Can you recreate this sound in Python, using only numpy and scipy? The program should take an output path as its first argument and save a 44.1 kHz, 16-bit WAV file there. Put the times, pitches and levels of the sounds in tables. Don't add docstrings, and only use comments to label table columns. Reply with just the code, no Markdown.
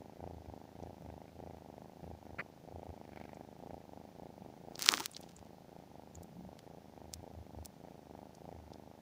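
import sys
import numpy as np
from scipy import signal
from scipy.fft import rfft, irfft, next_fast_len
from scipy.io import wavfile

SR = 44100
rng = np.random.default_rng(int(sys.argv[2]) if len(sys.argv) > 2 else 0)


def waveform_to_disk(signal):
    frames = np.transpose(np.atleast_2d(signal))
    scaled = np.clip(frames, -1, 1) * 32767
    samples = np.round(scaled).astype(np.int16)
    wavfile.write(sys.argv[1], SR, samples)


N = 397341


def amp(db):
    return 10 ** (np.asarray(db) / 20)


def unit(x):
    return x / np.sqrt(np.mean(x ** 2) + 1e-20)


def eq_db(points, hz):
    freqs, levels = np.transpose(points)
    return np.interp(np.log(hz + 1), np.log(freqs + 1), levels)


def automation(rows, outside=None):
    times, *columns = np.transpose(rows)
    return [np.interp(np.arange(N) / SR, times, column, outside, outside) for column in columns]


def swells(rows):
    t = np.arange(N) / SR
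    return sum(amp(db) * np.exp(-2 * ((t - s) / length) ** 2) for s, length, db in rows)


def filtered(x, gain):
    size = next_fast_len(N + SR // 2)
    return irfft(rfft(x, size) * gain(np.fft.rfftfreq(size, 1 / SR)), size)[:N]


def coloured(x, eq):
    return unit(filtered(x, lambda hz: amp(eq_db(eq, hz))))


def noise(eq):
    return coloured(rng.standard_normal(N), eq)


def knock(level_db, size=4096):
    cepstrum = irfft(np.log(amp(level_db(np.fft.rfftfreq(size, 1 / SR)))))
    cepstrum[1:size // 2] *= 2
    cepstrum[size // 2 + 1:] = 0
    pulse = irfft(np.exp(rfft(cepstrum)))[:size // 2]
    return pulse / np.abs(pulse).max()


def impulses(at, sizes):
    return np.bincount(np.clip(at, 0, N).astype(int), sizes, N + 1)[:N]


def knocks(at, sizes, eq):
    return signal.fftconvolve(impulses(at, sizes), knock(lambda hz: eq_db(eq, hz)))[:N]


def resonance_db(hz, centre_hz, q):
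    ratio = (hz + 1) / centre_hz
    return -20 * np.log10(1 + (q * (ratio - 1 / ratio)) ** 2)


# (frequency [Hz], gain [dB])
ROOM_EQ = [(25, -4), (100, 14), (400, 14), (900, 6.5), (1200, 1.5), (2500, -3), (6000, -5), (8000, -13),
           (13500, -13), (16000, -23.5)]
def room_tone():
    return amp(-65) * noise(ROOM_EQ)


# (time [s], length [s], level [dB])
RUB_SWELLS = [(1.04, 0.034, -55.5), (2.04, 0.068, -57.5), (4.44, 0.045, -63), (6.23, 0.037, -62),
              (6.4, .12, -54.5)]
# (frequency [Hz], gain [dB])
RUB_EQ = [(60, -23), (120, -8), (172, 3), (240, -8), (350, -17), (1300, -55.5)]
def hand_rub():
    return (amp(-65.5) + swells(RUB_SWELLS)) * noise(RUB_EQ)


# (time [s], level [dB])
SKID_ENVELOPE = [(2.382, -71), (2.387, -44), (2.393, -38), (2.411, -42), (2.416, -60)]
# (frequency [Hz], gain [dB])
SKID_EQ = [(60, -15), (150, -2.5), (600, -4), (930, -14.5), (1100, -6), (2200, 0.5), (2600, -11),
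           (3500, -32), (4500, -22), (5300, -35), (12000, -50.5)]
def fingertip_skid():
    level_db, = automation(SKID_ENVELOPE, outside=-np.inf)
    return amp(level_db) * noise(SKID_EQ)


# (time [s], relative scrape level [dB], groan level [dB])
GRIP_ENVELOPES = [(4.72, -88.5, -68), (4.79, -59.5, -70), (4.82, -45, -59), (4.865, -42.5, -54.5),
                  (4.90, -47, -46.5), (4.945, -48, -40.5), (4.975, -48.5, -55), (5.015, -53.5, -45),
                  (5.045, -52.5, -64), (5.09, -63.5, -95), (5.3, -69, -87.5), (5.5, -85.5, -91.5)]
# (frequency [Hz], gain [dB])
SCRAPE_EQ = [(200, -18.5), (1200, -3), (2000, -2), (4000, -2), (6200, 0), (7800, -6), (10000, -12.5),
             (16000, -22.5)]
GROAN_EQ = [(100, -25), (220, -2.5), (340, 1), (620, -17), (900, -9), (1300, -9), (2500, -30)]
def grip_slide(slips_per_s=1500, tail_slips_per_s=70, spread_db=3):
    scrape_db, groan_db = automation(GRIP_ENVELOPES, outside=-np.inf)
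    chance = np.interp(scrape_db, [-62, -48], [tail_slips_per_s, slips_per_s]) / SR
    slips = (rng.random(N) < chance) / np.sqrt(chance) * rng.standard_normal(N)
    slips *= amp(spread_db * rng.standard_normal(N).clip(-2, 1))
    friction = unit(slips) + .4 * rng.standard_normal(N)
    scrape = amp(scrape_db + 1) * coloured(friction, SCRAPE_EQ)
    return scrape + amp(groan_db) * noise(GROAN_EQ)


# (time [s], level [dB], pitch [Hz], resonance [Q])
CASE_HITS = [(0.831, -54, 5440, 1.2), (3.3477, -53, 6700, 3), (4.7564, -31, 4900, 1.8),
             (4.7936, -20.5, 5600, 0.22), (4.8223, -15.5, 7000, 0.55), (4.828, -21, 5500, 1),
             (4.8609, -16, 6000, 0.6), (4.8637, -16.5, 4500, 0.56), (4.8632, -28, 1159, 1.5),
             (4.8891, 2.5, 3693, 0.66), (4.916, -29.5, 1152, 1.5), (4.9207, -16, 7500, 1.2),
             (4.9275, -25.5, 1200, 1.5), (4.9389, -11, 2196, .4), (4.947, -22, 4012, .4),
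             (4.9728, -23, 4000, 0.77), (4.9792, -25.5, 1601, .6), (4.9994, -22, 5000, 0.297),
             (5.003, -33, 874, 5), (5.0046, -21, 3550, 0.44), (5.0591, -14, 5950, 0.37),
             (5.1157, -38, 9400, 2.7), (5.137, -44, 7400, 3.4), (5.1482, -39.5, 3820, 3),
             (5.1665, -27, 4460, 1.3), (5.212, -40.5, 9800, 1.3), (5.233, -44, 4000, 1.7),
             (5.293, -43, 4000, .5), (5.3658, -43, 7400, 5.1), (6.154, -40.5, 7000, 7.5),
             (6.2333, -40.5, 10030, 1.1), (6.5916, -39.5, 3500, 0.45), (7.138, -22, 6690, 0.98),
             (7.1414, -35.5, 6150, 0.49), (7.6505, -34, 8100, 0.43), (7.658, -28, 8500, 1),
             (8.351, -46.5, 6500, 1.2), (8.7365, -43.5, 4500, 1.3)]
# (frequency [Hz], gain [dB])
CASE_EQ = [(100, -9), (600, -1.5), (1200, 3), (1900, -2), (2600, -3.5), (5500, -2.5), (7500, -7),
           (8800, -7.5), (16000, -12.5)]
def case_clicks(creep_db=-44, creep_s=.0036, crumble_db=-45, crumble_s=.004097):
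    out, lead = np.zeros(N + SR), SR // 20
    t = np.arange(-lead, lead) / SR
    creep = amp(creep_db) * np.exp(-abs(t) / creep_s)
    crumble = amp(crumble_db) * np.exp(-abs(t) / crumble_s)
    envelope = np.where(t < 0, creep, crumble)
    for s, db, pitch_hz, q in CASE_HITS:
        pulse = knock(lambda hz: eq_db(CASE_EQ, hz) + np.maximum(resonance_db(hz, pitch_hz, q), -27))
        friction = amp(-.5 * db) * envelope * rng.standard_normal(len(t))
        snap = signal.fftconvolve(pulse, (t == 0) + friction)
        out[round(s * SR) - lead:][:len(snap)] += amp(db) * snap
    return out[:N]


# (time [s], rate [Hz])
PURR_RATE = [(0.0, 24.8), (0.2, 28.46), (0.3, 28.85), (0.4, 26.33), (0.5, 25.16), (0.9, 28.62),
             (1.0, 24.54), (1.1, 25.74), (1.2, 25.9), (1.4, 28.02), (1.5, 27.84), (1.7, 24.65),
             (1.9, 26.45), (2.0, 28.02), (2.1, 28.07), (2.2, 25.44), (2.4, 25.57), (2.8, 28.06),
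             (3.0, 26.93), (3.1, 24.51), (3.4, 25.83), (3.5, 25.06), (3.6, 28.32), (3.8, 27.86),
             (3.9, 23.97), (4.2, 28.7), (4.3, 28.03), (4.4, 23.79), (4.6, 27.59), (4.8, 28.37),
             (5.0, 24.84), (5.1, 26.24), (5.2, 28.91), (5.3, 27.98), (5.4, 24.42), (5.7, 27.98),
             (5.8, 27.94), (5.9, 24.8), (6.0, 24.86), (6.2, 28.37), (6.3, 27.37), (6.4, 24.11),
             (6.5, 24.93), (6.6, 27.57), (6.7, 28.32), (6.8, 27.67), (6.9, 24.74), (7.0, 25.12),
             (7.2, 27.7), (7.3, 27.67), (7.5, 24.39), (7.9, 28.64), (8.1, 24.49), (8.3, 26.06),
             (8.4, 27.61), (8.5, 27.96), (8.7, 24.87), (9.0, 26.61)]
# (time [s], relative level [dB])
PURR_EFFORT = [(0.0, -40.5), (0.13, -46.5), (0.24, -36), (0.42, -45.5), (0.54, -39.5), (0.73, -47.5),
               (0.84, -35.5), (0.91, -44), (0.98, -45.5), (1.06, -41), (1.22, -42), (1.33, -50.5),
               (1.4, -39.5), (1.55, -40), (1.62, -46.5), (1.7, -41.5), (1.86, -45), (1.97, -47),
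               (2.04, -39.5), (2.11, -41.5), (2.19, -49), (2.27, -40), (2.42, -45), (2.61, -51),
               (2.69, -41.5), (2.87, -39), (3.05, -44), (3.17, -38.5), (3.29, -40), (3.49, -43.5),
               (3.57, -45.5), (3.64, -39.5), (3.74, -37), (3.85, -47.5), (3.93, -42), (4.05, -42),
               (4.13, -52), (4.2, -40.5), (4.27, -39), (4.34, -47), (4.46, -41), (4.61, -47.5),
               (4.69, -39.5), (4.79, -42.5), (4.94, -48), (5.06, -49), (5.13, -57), (5.21, -42),
               (5.28, -45.5), (5.35, -55), (5.43, -45.5), (5.55, -48), (5.66, -49.5), (5.77, -42),
               (5.88, -50), (5.96, -43), (6.07, -46), (6.15, -50.5), (6.22, -43), (6.33, -50.5),
               (6.45, -44.5), (6.53, -43), (6.61, -54), (6.68, -43), (6.86, -48), (6.98, -42.5),
               (7.1, -46.5), (7.17, -51.5), (7.24, -39.5), (7.35, -44), (7.43, -48.5), (7.55, -39.5),
               (7.78, -54), (7.85, -41.5), (7.92, -43.5), (8.03, -49.5), (8.11, -39.5), (8.23, -42.5),
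               (8.35, -49.5), (8.46, -41), (8.53, -39.5), (8.64, -51), (8.72, -41.5), (9.0, -47.5)]
def breath():
    return *automation(PURR_RATE), *automation(PURR_EFFORT)


# (time [s], length [s], relative level [dB])
BOOM_SWELLS = [(.24, 0.046, -53), (.36, 0.081, -52.5), (.5, 0.035, -50), (.85, 0.12, -57),
               (1.1, 0.075, -53), (1.45, 0.17, -58), (2.1, .1, -54), (2.34, 0.031, -54.5),
               (2.76, 0.065, -53.5), (2.9, 0.025, -49), (3.76, 0.063, -60), (5.4, 0.036, -61.5),
               (6.19, 0.053, -53.5), (6.47, 0.052, -60.5), (7.06, 0.075, -62.5), (7.18, 0.056, -53.5),
               (7.39, 0.05, -51.5), (7.6, 0.056, -50), (8.6, 0.13, -57)]
# (frequency [Hz], gain [dB])
BOOM_EQ = [(25, -24), (48, -22.5), (65, -6.5), (82, -0.5), (110, -4.5), (200, -28), (500, -70)]
def chest(rate_hz, effort_db, fourth_db=-8):
    phase = 2 * np.pi * np.cumsum(rate_hz) / SR
    tone = np.sin(3 * phase) + amp(fourth_db) * np.sin(4 * phase - 1.2)
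    envelope = amp(effort_db - 28) + swells(BOOM_SWELLS)
    return envelope * (amp(2) * tone + amp(-7.5) * noise(BOOM_EQ))


# (time [s], length [s], relative level [dB])
RASP_SWELLS = [(.82, 0.041, -85), (1.28, 0.032, -64), (1.48, 0.03, -84), (2.05, 0.081, -82),
               (3.23, .22, -66)]
# (frequency [Hz], gain [dB])
FLUTTER_EQ = [(60, -30), (200, -7.5), (400, 4), (850, 4), (1100, -21), (2500, -28), (6000, -54)]
RASP_EQ = [(900, -22.5), (1400, -3), (1900, -2), (2350, -1), (2750, -15), (5300, -19.5), (7500, -35)]
def throat_and_nose(fold_hits, cycle_starts, puff_s=.0049):
    puffs = unit(signal.lfilter([1], [1, -np.exp(-1 / (puff_s * SR))], fold_hits))
    flutter = amp(-66.5) * puffs * noise(FLUTTER_EQ)
    catch_db = 5 * rng.standard_normal(len(cycle_starts)).clip(-2, 2)
    catch = amp(np.interp(np.arange(N), cycle_starts, catch_db - 82.5))
    rasp = (catch + amp(-3.5) * swells(RASP_SWELLS)) * puffs * noise(RASP_EQ)
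    return flutter + rasp


# (frequency [Hz], gain [dB])
FAST_SNAP_EQ = [(40, -24.5), (90, -7.5), (230, 0.5), (450, 4), (770, 4), (900, -1.5), (1000, -17.5),
                (1150, -30.5), (2000, -32), (9000, -75)]
SLOW_SNAP_EQ = [(40, -27), (90, -15), (230, -0.5), (450, -7), (600, -3), (780, -3.5), (900, -7),
                (1150, -30), (2000, -35.5), (9000, -75)]
SHUT_EQ = [(40, -17.5), (80, -3), (170, 0.5), (300, -2), (450, -10), (800, -7), (950, -17), (1150, -38),
           (8000, -75)]
def larynx(rate_hz, effort_db, turn_hz=27.08, fast_gap_s=.0104, slow_gap_s=.0131, shut_follow=.68):
    cycles = np.cumsum(rate_hz) / SR + .5
    starts = np.flatnonzero(np.diff(np.floor(cycles)))
    fast = rate_hz[starts] > turn_hz
    jitter = rng.standard_normal((len(starts), 3)) * [.9, .0003, 1.2]
    snap_jitter_db, gap_jitter_s, shut_jitter_db = jitter.T
    opens = starts - np.where(fast, .0012, .0008) * SR
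    snap = amp(effort_db[starts] + snap_jitter_db)
    fast_snaps = knocks(opens, snap * fast * amp(1.5), FAST_SNAP_EQ)
    slow_snaps = knocks(opens, snap * ~fast * amp(2), SLOW_SNAP_EQ)
    closes = opens - (np.where(fast, fast_gap_s, slow_gap_s) + gap_jitter_s) * SR
    shut = amp(-42 + shut_follow * (effort_db[starts] + 39.5) + shut_jitter_db)
    thuds = knocks(closes, np.where(fast, -amp(3), amp(1.17)) * shut, SHUT_EQ)
    air = throat_and_nose(impulses(opens, snap) + impulses(closes, shut), starts)
    return fast_snaps - slow_snaps + thuds + air


def scene():
    rate_hz, effort_db = breath()
    purr = larynx(rate_hz, effort_db) + chest(rate_hz, effort_db)
    handling = case_clicks() + grip_slide() + fingertip_skid() + hand_rub()
    return (room_tone() + handling + purr)[None]


def record(dry, port_hz=15000, port_width_hz=450, port_db=13, top_hz=15600):
    heard = filtered(dry[0], lambda hz: amp(port_db / (1 + ((hz - port_hz) / port_width_hz) ** 2)))
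    return filtered(np.clip(heard, -1, 1), lambda hz: hz < top_hz)[None]


dry = scene()
out = record(dry)
waveform_to_disk(out)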